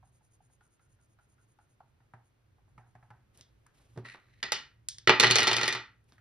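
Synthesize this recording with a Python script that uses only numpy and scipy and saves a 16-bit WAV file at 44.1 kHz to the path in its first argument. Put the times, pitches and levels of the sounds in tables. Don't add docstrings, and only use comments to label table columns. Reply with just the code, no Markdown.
import sys
import numpy as np
from scipy import signal
from scipy.fft import rfft, irfft, next_fast_len
from scipy.io import wavfile
from scipy.ndimage import map_coordinates

SR = 44100
rng = np.random.default_rng(int(sys.argv[2]) if len(sys.argv) > 2 else 0)


def pcm_store(signal):
    levels = np.round(np.clip(np.atleast_2d(signal), -1, 1) * 32767)
    wavfile.write(sys.argv[1], SR, levels.astype(np.int16).T)


N = 273684
LEAD_S = .0016

# f/Hz, level/dB
CLACK_EQ = [(200, -6), (500, -3.5), (1200, -4), (2500, -0.5), (4500, -4.5), (6600, -14), (7500, -13.5),
            (10000, -28), (11200, -34.5), (15500, -54.5)]
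# f/Hz, width/Hz, level/dB
DIE_MODES = [(890, 70, 0), (1200, 80, -3), (1360, 110, 1), (1930, 110, 7), (2400, 100, -2), (2930, 130, -3),
             (3600, 150, -1), (4250, 220, 2), (4900, 150, -2), (5700, 350, -2), (6500, 250, -2),
             (9600, 500, 0)]
def die_clack(tilt_db):
    corner_db = rng.normal(0, 3.5, len(DIE_MODES))
    def colour(hz):
        peaks = sum(amp(db + luck) * resonance(hz, centre, width)
                    for (centre, width, db), luck in zip(DIE_MODES, corner_db))
        body = amp(along(CLACK_EQ, hz) + tilt_db * np.log2(1 + (hz / 3000) ** 2))
        return body * (1 + 1.3 * peaks)
    return impact(colour, t60=.015, rise_s=.00086, wet_db=-15.5, echo_db=-7.5)


# t/s, level/dB, treble tilt/dB
BOUNCES = [(4.052, -47, -10.5), (4.1462, -49, -12.5), (4.4284, -28.5, 1.5), (4.52, -23, 5),
           (5.0735, -15.5, -2.5), (5.094, -12, -3), (5.1986, -13, 4.5), (5.2285, -20.5, -1),
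           (5.235, -16, -0.5), (5.2429, -18.5, 0.5), (5.2686, -22, 1.5), (5.3022, -21.5, -0.5),
           (5.3099, -17, 4.5), (5.3563, -17, 4), (5.3633, -25.5, 1.5), (5.3841, -20, 2.5),
           (5.3921, -23.5, 1), (5.4044, -25.5, 4), (5.4208, -25, -3), (5.4307, -26, 3.5),
           (5.4703, -21.5, 1.5), (5.4764, -20.5, 2), (5.5131, -22.5, 0.5), (5.5306, -23.5, 2),
           (5.5657, -24, 3.5), (5.5828, -27, -1), (5.612, -28.5, 1.5), (5.6315, -24.5, 1.5),
           (5.657, -33, 2), (5.679, -23.5, 3.5), (5.7255, -29, 4), (5.7496, -32.5, -0.5)]
THROW_S, SCOOP_DB = 5, -8.5
def dice_bounces():
    out = np.zeros((2, N))
    for s, db, tilt_db in BOUNCES:
        add(out, s - LEAD_S, amp(db) * die_clack(tilt_db))
        thump_db = db - 15 - 1.4 * max(tilt_db, -2) + SCOOP_DB * (s < THROW_S)
        add(out, s, amp(thump_db) * table_thump(soft_db=-2.5))
    return out


# t/s, hold/s, level/dB
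DRAGS = [(4.05, 0.09, -52), (4.19, 0.36, -72.5)]
# f/Hz, level/dB
SCRAPE_EQ = [(600, -28), (1400, -10), (1900, 0), (2200, -4), (2600, -1), (3200, -9), (4100, -8),
             (4800, -14), (10000, -20), (11500, -38)]
# f/Hz, width/Hz, level/dB
SCRAPE_MODES = [(1900, 380, 4), (4100, 300, 3)]
def dice_scrape():
    def colour(hz):
        peaks = sum(amp(db) * resonance(hz, centre, width) for centre, width, db in SCRAPE_MODES)
        return amp(along(SCRAPE_EQ, hz)) * (1 + peaks)
    grit = amp(3.5 * wobble(220) + 2.5 * wobble(40))
    return gestures(DRAGS, attack_s=.0087, release_s=.04) * unit(grit * noise(colour))


# t/s, level/dB, tilt/(dB per octave)
CLICKS = [(3.337, -85, 19), (3.3748, -59, 16), (3.4106, -52, -5.5), (3.666, -64.5, 16), (3.9759, -59, -6),
          (4.8866, -29, 3.5), (4.9843, -43.5, -4.5), (6.042, -79, 14), (6.1223, -58, -16.5)]
# f/Hz, level/dB
SNAP_EQ = [(500, -42.5), (1700, -10.5), (2600, -13.5), (3300, -4), (5300, 4), (8000, 2.5), (10500, -6.5),
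           (12500, -27), (15500, -31.5)]
def plastic_clicks():
    out = np.zeros((2, N))
    for s, db, tilt_db in CLICKS:
        def colour(hz):
            snap = amp(along(SNAP_EQ, hz) + tilt_db * np.log2(hz / 5000 + .046))
            return snap * (1 + resonance(hz, 3400, width_hz=500))
        click = impact(colour, t60=.0088, rise_s=.000094, wet_db=-20, echo_db=-18)
        add(out, s - LEAD_S, amp(db) * click)
    return out


# f/Hz, level/dB
KNOCK_EQ = [(300, -17), (700, -7), (1500, 7.5), (2200, -5), (3200, -18), (5000, -24), (9000, -23),
            (15000, -57)]
CARD, BARREL = (790, 240), (1420, 130)
def marker_knock(card_db, barrel_db):
    def colour(hz):
        card = amp(card_db) * resonance(hz, *CARD) ** 1.8
        barrel = amp(barrel_db) * resonance(hz, *BARREL) ** 1.04
        return amp(along(KNOCK_EQ, hz) - 16) + card - barrel
    return impact(colour, t60=.043, rise_s=.00019, wet_db=-13, echo_db=-11)


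# t/s, level/dB, barrel ring/dB
TURNS = [(0.028, -65, -5), (0.209, -73.5, -15), (0.404, -66, -22), (0.608, -68, 13), (0.794, -72.5, 16.5),
         (0.989, -78, 10), (1.188, -65.5, 7), (1.38, -74, 18), (1.587, -62.5, 2.5)]
# t/s, level/dB
DABS = [(1.85, -91), (2.0, -91), (2.227, -80), (2.66, -89), (2.76, -84), (2.85, -83), (3.01, -87)]
# t/s, level/dB, ring/dB
LATER_KNOCKS = [(0.499, -74.5, -3), (1.804, -54.5, 14), (2.004, -70, -4), (2.137, -50, -1.5),
                (2.583, -72, 3), (2.679, -75, -1), (2.779, -54, -4.5), (2.863, -73, 5),
                (2.952, -55.5, -2.5), (3.027, -63, -1), (3.104, -55.5, -3.5), (3.799, -72, -5)]
# t/s, level/dB, barrel ring/dB
HANDLING = [(3.664, -63, -8), (6.181, -60.5, -6)]
# f/Hz, level/dB
FELT_EQ = [(1000, -8), (4000, -12.5), (5700, -6.5), (6700, 6.5), (7700, -10), (9000, 8), (10200, -0.5),
           (11500, -11.5), (13000, -23), (15500, -19)]
DOWN, UP = (.0028, -75), (.088, -72.5)
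STROKE_S, FADE_DB_PER_S, SQUEAK_T60 = .083, 2.7, .16
THUMP_DUCK = .78
def marker():
    out, strokes = np.zeros((2, N)), np.zeros(N)
    sweep = np.sin(np.linspace(0, np.pi, round(STROKE_S * SR))) ** 1.2
    t = np.arange(len(sweep)) / SR
    pairs = [(s + delay, db - FADE_DB_PER_S * s) for s, *_ in TURNS for delay, db in (DOWN, UP)]
    for s, db in pairs + DABS:
        add(strokes, s, amp(db + rng.normal(0, 1)) * sweep)
    for s, db, barrel_db in TURNS:
        add(out, s - LEAD_S, amp(db) * marker_knock(card_db=3.5, barrel_db=barrel_db))
        squeak = filtered(rng.standard_normal((2, len(t))), lambda hz: resonance(hz, *BARREL) ** 2)
        add(out, s, amp(db + barrel_db - 12 - 60 * t / SQUEAK_T60) * unit(squeak))
    for s, db, ring_db in LATER_KNOCKS:
        add(out, s - LEAD_S, amp(db) * marker_knock(card_db=ring_db, barrel_db=ring_db - 11))
        add(out, s, amp(db + 3.5 - THUMP_DUCK * ring_db) * table_thump(soft_db=14))
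    for s, db, barrel_db in HANDLING:
        add(out, s - LEAD_S, amp(db) * marker_knock(card_db=-41, barrel_db=barrel_db))
    fibres = amp(2.1 * wobble(280))
    return out + strokes * unit(fibres * noise(eq(FELT_EQ)))


# t/s, level/dB
PALM_HITS = [(3.959, -48), (3.973, -35.5), (3.99, -48)]
# t/s, hold/s, level/dB
ARM_MOVES = [(3.35, 0.066, -69), (3.75, 0.24, -72.5), (6.09, 0.065, -70.5)]
# f/Hz, level/dB
CLOTH_EQ = [(300, 11), (1500, -1.5), (2600, 2), (4800, -2.5), (8000, -1), (10500, -5), (12500, -16),
            (15500, -16)]
def hand():
    out = np.zeros((2, N))
    skin = lambda hz: 1 / (1 + (hz / 500) ** 2)
    for s, db in PALM_HITS:
        slap = impact(skin, t60=.029, rise_s=.0011, wet_db=-13.5, echo_db=-5.5)
        add(out, s, amp(db) * table_thump(soft_db=4.5))
        add(out, s, amp(db - 8.5) * slap)
    folds = amp(3.1 * wobble(60))
    rustle = unit(folds * noise(eq(CLOTH_EQ)))
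    return out + gestures(ARM_MOVES, attack_s=.018, release_s=.035) * rustle


# f/Hz, level/dB, t60/s
TABLE_MODES = [(118.8, 3.5, 0.3), (144, -4.5, 0.094), (233.3, -6, 0.14), (374, 1.5, 0.2), (438.6, 0, 0.13)]
def table_thump(soft_db):
    t = np.arange(SR // 2) / SR
    ring = 0
    for hz, db, t60 in TABLE_MODES:
        struck_db = db - soft_db * np.log2(hz / 120) + rng.normal(0, 1)
        ring += amp(struck_db - 60 * t / t60) * np.sin(2 * np.pi * hz * t)
    return ring * (1 - np.exp(-t / .0013)) * [[1], [0]]


# f/Hz, t60/s
ROOM_DECAY = [(200, 0.42), (560, 0.23), (1500, 0.36), (4000, 0.26), (10000, 0.21)]
def impact(colour, t60, rise_s, wet_db, echo_db):
    lead, t = 64, np.arange(SR // 3) / SR
    crack = rng.standard_normal((2, len(t))) * amp(-60 * t / t60) * (1 - np.exp(-t / rise_s))
    echo = amp(echo_db) * np.roll(crack, round(.0082 * SR), axis=1)
    hz, frame_s, bands = signal.stft(rng.standard_normal((2, len(t))), SR, nperseg=256)
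    walls = 1 / np.sqrt(1 + (hz[:, None] / 6000) ** 5)
    decay = amp(-60 * frame_s / along(ROOM_DECAY, hz)[:, None])
    tail = signal.istft(bands * walls * decay, SR, nperseg=256)[1][:, :len(t)]
    tail *= amp(wet_db) * (1 - np.exp(-t / .0018))
    hit = filtered(np.pad(crack + echo + tail, ((0, 0), (lead, 0))), colour)
    hit[:, :lead] *= np.hanning(2 * lead)[:lead]
    return hit / np.sqrt(np.mean(hit[:, :SR // 200] ** 2, axis=1, keepdims=True))


# t/s, level/dB
RUMBLE_RIDE = [(0, -67.5), (1.5, -73), (2.3, -70), (2.6, -67.5), (3.3, -67), (3.6, -68), (4.5, -67),
               (6.21, -70)]
# f/Hz, level/dB
RUMBLE_EQ = [(13, -54), (22, -17.5), (35, -17), (54, 2), (86, -2), (114, 5.5), (132, 2), (146, -9.5),
             (291, -24.5), (330, -15.5), (430, -50.5), (730, -120)]
# f/Hz, level/dB
AIR_EQ = [(150, -2), (400, -5.5), (800, -11.5), (1400, -12.5), (2500, -17), (5000, -25), (9000, -27),
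          (15500, -36.5)]
def room_tone():
    ride = amp(np.interp(np.arange(N) / SR, *np.transpose(RUMBLE_RIDE)))
    rumble = ride * amp(1.8 * wobble(5.5)) * noise(eq(RUMBLE_EQ))
    hiss = amp(-75.5 + 2 * wobble(1.2)) * noise(eq(AIR_EQ))
    return rumble + hiss


def amp(db):
    return 10 ** (np.asarray(db) / 20)


def unit(x):
    return x / np.sqrt(np.mean(x ** 2) + 1e-20)


def along(points, hz):
    f, v = np.transpose(points)
    return np.interp(np.log(hz + 1), np.log(f + 1), v)


def eq(points):
    return lambda hz: amp(along(points, hz))


def resonance(hz, centre_hz, width_hz):
    return 1j * hz * width_hz / (centre_hz ** 2 - hz ** 2 + 1j * hz * width_hz)


def filtered(x, response):
    size = next_fast_len(x.shape[-1] + 4096)
    return irfft(rfft(x, size) * response(np.fft.rfftfreq(size, 1 / SR)), size)[..., :x.shape[-1]]


def noise(colour):
    return unit(filtered(rng.standard_normal((2, N)), colour))


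def wobble(rate):
    return map_coordinates(rng.standard_normal(int(N * rate / SR) + 4), [np.arange(N) * rate / SR])


def gestures(rows, attack_s, release_s):
    t = np.arange(N) / SR
    return sum(amp(db - 20 * np.maximum(s - t, 0) / attack_s
                   - 20 * np.maximum(t - s - hold, 0) / release_s) for s, hold, db in rows)


def add(track, s, sound):
    part = track[..., round(s * SR):][..., :sound.shape[-1]]
    part += sound[..., :part.shape[-1]]


def stereo(pair, likeness):
    angle = lambda hz: np.arccos(np.clip(along(likeness, hz), -1, 1)) / 2
    mid, side = filtered(pair, lambda hz: np.array([np.cos(angle(hz)), np.sin(angle(hz))]))
    return np.array([mid + side, mid - side])


# f/Hz, left-right likeness
NEAR_IMAGE = [(100, .99), (600, .92), (1400, .8), (2600, .55), (4500, .8), (6700, .95), (7800, .995),
              (10000, .93), (15000, .9)]
# f/Hz, left-right likeness
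ROOM_IMAGE = [(100, 1), (300, 0.28), (700, 0.076), (2500, 0.041), (5000, 0.44), (8000, 1), (15000, .4)]
def scene():
    near = dice_bounces() + dice_scrape() + plastic_clicks() + marker() + hand()
    near = filtered(near, lambda hz: (1j * hz / (90 + 1j * hz)) ** 3)
    return stereo(near, NEAR_IMAGE) + stereo(room_tone(), ROOM_IMAGE)


# f/Hz, lag/rad
PORT_LAG = [(0, 0), (3600, .5), (5700, 1.5), (7750, 3.14), (9800, 4.8), (11200, 6.2), (12600, 6.4),
            (14000, 9.3), (16000, 9.4)]
TOP_HZ = 15400
def record(dry):
    def ports(hz):
        lag = np.interp(hz, *np.transpose(PORT_LAG))
        lean_db = along([(60, -.3), (600, -.9), (2500, -.05)], hz)
        left = amp(lean_db) * np.exp(-.5j * lag)
        right = amp(-lean_db) * np.exp(.5j * lag)
        return np.array([left, right]) * (hz < TOP_HZ)
    return filtered(dry, ports)


dry = scene()
out = record(dry)
pcm_store(out)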